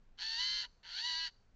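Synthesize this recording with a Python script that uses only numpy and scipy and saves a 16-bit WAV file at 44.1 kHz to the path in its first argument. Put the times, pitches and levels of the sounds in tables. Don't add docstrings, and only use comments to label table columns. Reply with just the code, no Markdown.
import sys
import numpy as np
from scipy import signal
from scipy.fft import rfft, irfft, next_fast_len
from scipy.io import wavfile
from scipy.ndimage import uniform_filter1d, map_coordinates

SR = 44100
rng = np.random.default_rng(int(sys.argv[2]) if len(sys.argv) > 2 else 0)


def put_to_file(sound):
    columns = np.atleast_2d(sound).T
    safe = np.clip(columns, -1, 1)
    whole_steps = np.round(safe * 32767)
    wavfile.write(sys.argv[1], SR, whole_steps.astype(np.int16))


def boost(x):
    u = np.asarray(x, float) / 20
    return 10 ** u


N = 68355


def unit(x):
    return x / np.sqrt(np.mean(x ** 2) + 1e-20)


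def along(points, hz):
    f, v = np.transpose(points)
    return np.interp(np.log(hz + 1), np.log(f + 1), v)


def curves(rows):
    s, *cols = np.transpose(rows)
    return [np.interp(np.arange(N) / SR, s, c) for c in cols]


def wobble(rate_hz):
    knots = rng.standard_normal(int(N * rate_hz / SR) + 4)
    return map_coordinates(knots, [np.arange(N) * rate_hz / SR])


def filtered(x, response):
    m = next_fast_len(N + SR // 2)
    return irfft(rfft(x, m) * response(np.fft.rfftfreq(m, 1 / SR)), m)[..., :N]


def shaped(x, points):
    return filtered(x, lambda f: boost(along(points, f)))


def jay():
    # (time [s], pitch [Hz])
    pitch_a = [(.2, 830), (.25, 885), (.3, 893), (.375, 922), (.4, 985), (.46, 1027), (.55, 1036),
               (.615, 1030), (.65, 970)]
    pitch_b = [(.9, 650), (.95, 720), (1, 865), (1.03, 950), (1.075, 987), (1.14, 970), (1.18, 981),
               (1.245, 984), (1.29, 935)]
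    # (time [s], level [dB], second membrane share [0-1])
    call_a = [(0.178, -65.5, 0.35), (0.19, -49.5, 0.35), (0.228, -39.5, 0.57), (0.38, -39, 0.49),
              (0.404, -35, 0.41), (0.604, -38, 0.78), (0.652, -46, 0.28), (0.668, -64.5, 0.2)]
    call_b = [(0.834, -62.5, 0.12), (0.852, -55, 0.25), (0.99, -39, 0.77), (1.036, -41.5, 0.12),
              (1.046, -37, 0.18), (1.254, -39, 1), (1.278, -43.5, 0.23), (1.298, -62, 0.25)]
    # (from [s], to [s], second over first pitch [ratio])
    locks = [
        (.46, .63, 13 / 8),
        (1.15, 1.275, 5 / 3),
    ]
    # (start [s], fade [s], puff rate [Hz])
    creaks = [
        (.1745, 0.051, 179.8),
        (.8305, 0.048, 171.3),
    ]
    locked_gains = [0.061, 0.25]
    first = screech(pitch_a, call_a, locks[0], creaks[0], locked_gains[0])
    return first + screech(pitch_b, call_b, locks[1], creaks[1], locked_gains[1])


def screech(pitch, rows, lock, onset, locked_gain):
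    # (time [s], turbulence [0-1])
    roughness = [(.17, .9), (.215, .8), (.25, .36), (.37, .3), (.42, .26), (.47, .27), (.6, .3), (.645, .9),
                 (.83, .95), (.9, .85), (.94, .6), (1.01, .5), (1.04, .24), (1.145, .25), (1.16, .12),
                 (1.24, .17), (1.29, .9)]
    t = np.arange(N) / SR
    (hz,), (level_db, share), (rough,) = curves(pitch), curves(rows), curves(roughness)

    usual_first_hz, usual_second_hz, pull = 972.2, 1611, 0.3
    locked = uniform_filter1d(1. * (t > lock[0]) * (t < lock[1]), size=400)
    hz = hz + 16 * rough * wobble(120)
    free_hz = usual_second_hz + pull * (hz - usual_first_hz) + 20 * wobble(150)
    locked_hz = lock[2] * hz + 5 * wobble(60)
    second_hz = locked * locked_hz + (1 - locked) * free_hz

    jitter_rad = 0.35
    shake = jitter_rad * rough * wobble(600)
    shake_second = jitter_rad * rough * wobble(600)
    first = membrane(hz, shake, tilt_db=-1, count=8)
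    modulator = membrane(second_hz, shake_second, tilt_db=-1.5, count=4)
    alone = membrane(second_hz, shake_second, tilt_db=-19, count=4)
    tone = first * (1 + share * modulator) + (0.26 + locked_gain * locked) * share * alone

    shimmer_db = 3.5
    flow = np.sqrt(1 - rough ** 2) * unit(tone)
    flow = boost(shimmer_db * rough * wobble(260)) * flow + rough * breath(rough)

    steady = np.sqrt(np.abs(uniform_filter1d(filtered(flow, tract) ** 2, size=700)))
    sounding = (t > onset[0]) * np.clip((rows[-1][0] + .01 - t) / 0.013, 0, 1)
    return filtered(flow / steady * creak(*onset) * boost(level_db) * sounding, tract)


def membrane(hz, shake_rad, tilt_db, count):
    spread_rad = 0.495
    phase = 2 * np.pi * np.cumsum(hz) / SR + shake_rad
    return unit(sum(boost(tilt_db * k) * np.cos((k + 1) * phase - spread_rad * k * k) for k in range(count)))


def breath(rough):
    # (frequency [Hz], gain [dB])
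    croak_gain = [(900, 18), (1500, 10.5), (3000, 5), (4500, -8.5), (8000, 2.5)]
    # (frequency [Hz], gain [dB])
    running_gain = [(700, -15.5), (1500, -2), (3000, 8.5), (8000, 15.5)]
    slack_from = 0.26
    slack = np.clip((rough - slack_from) / (1 - slack_from), 0, 1)
    white = rng.standard_normal(N)
    return slack * shaped(white, croak_gain) + (1 - slack) * shaped(white, running_gain)


def creak(start_s, fade_s, puff_hz):
    decay, scatter_cycles = 1.1, 0.14
    u = np.arange(N) / SR - start_s
    cycle = (puff_hz * u + scatter_cycles * wobble(130) * np.clip(u * puff_hz, 0, 1)) % 1
    opening = np.clip(np.minimum(cycle * 12, (.95 - cycle) * 4), 0, 1)
    puff = unit(opening * np.exp(-decay * cycle))
    depth = np.clip(2 - u / fade_s, 0, 1)
    return depth * puff + 1 - depth


def tract(f):
    # (frequency [Hz], width [Hz])
    resonances = [(970, 49), (1400, 193), (1800, 432), (2480, 120), (3050, 426), (4250, 522), (4560, 230),
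                  (5300, 750), (6250, 636), (7400, 800)]
    # (frequency [Hz], width [Hz])
    dips = [(1065, 100), (1290, 240), (2400, 1130), (2475, 60), (3700, 1017), (4450, 640), (4940, 70),
            (5800, 770), (6700, 1100), (8200, 1300)]
    # (frequency [Hz], gain [dB])
    beak_gain = [(300, -29), (700, -20), (1200, -9), (2500, -2), (4500, 18), (6000, 12), (7600, -4.5),
                 (8300, -25.5)]

    def pair(centre_hz, width_hz):
        return (centre_hz ** 2 - f * f + 1j * f * width_hz) / centre_hz ** 2

    ratios = [pair(*dip) / pair(*peak) for peak, dip in zip(resonances, dips)]
    return np.prod(ratios, axis=0) * boost(along(beak_gain, f))


def trunks(x):
    # (frequency [Hz], t60 [s])
    decay = [(500, 0.73), (2500, 0.2), (4500, 0.49), (8000, 1)]
    level_db, delay_s = -24, 0.0033
    hz, t, z = signal.stft(rng.standard_normal(SR // 2), SR, nperseg=256)
    tail = signal.istft(z * boost(-60 * t / along(decay, hz)[:, None]), SR, nperseg=256)[1]
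    delayed = np.pad(x, (int(delay_s * SR), 0))
    return boost(level_db) * signal.fftconvolve(delayed, tail / np.linalg.norm(tail))[:N]


def nudges():
    # (time [s], length [s], frequency [Hz], level [dB])
    bumps = [
        (0.517, .05, 183, -71),
        (0.995, 0.011, 54.7, -61.5),
        (1.446, 0.057, 99.6, -73.5),
        (1.519, 0.013, 45, -67),
    ]
    t = np.arange(N) / SR

    def band(hz):
        white = rng.standard_normal(N)
        return unit(filtered(white, lambda f: np.exp(-(np.log((f + 1) / hz) / 0.26) ** 2)))

    return sum(boost(db) * np.exp(-((t - s) / length_s) ** 2) * band(hz) for s, length_s, hz, db in bumps)


def leaves():
    # (frequency [Hz], density [dB per Hz])
    spectrum = [(240, -45), (400, -17), (471, -18), (669, -20), (1100, -22.5), (1450, -23.5), (1570, -23.5),
                (6790, -38), (7990, -43.5), (10400, -75), (17600, -120)]
    return boost(-79.5) * unit(shaped(rng.standard_normal(N), spectrum))


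def air():
    # (frequency [Hz], density [dB per Hz])
    spectrum = [(8.8, -41), (15, 8), (119, -14.5), (204, -17.5), (251, -19), (407, -29.5), (500, -47),
                (650, -63.5), (1100, -120)]
    level_db, lumps_db = -65, 2
    rumble = unit(shaped(rng.standard_normal(N), spectrum))
    return boost(level_db) * unit(boost(lumps_db * wobble(6.67)) * rumble)


def scene():
    bird = jay()
    return np.tile(bird + trunks(bird) + nudges() + leaves() + air(), (2, 1))


def roll_off(x):
    return signal.sosfilt(signal.butter(12, 8140, fs=SR, output="sos"), x)


def record(dry):
    mid_db, side_db = -99, -112
    mid, side = rng.standard_normal((2, N)) * boost([[mid_db], [side_db]])
    return roll_off(dry + [mid + side, mid - side])


dry = scene()
out = record(dry)
put_to_file(out)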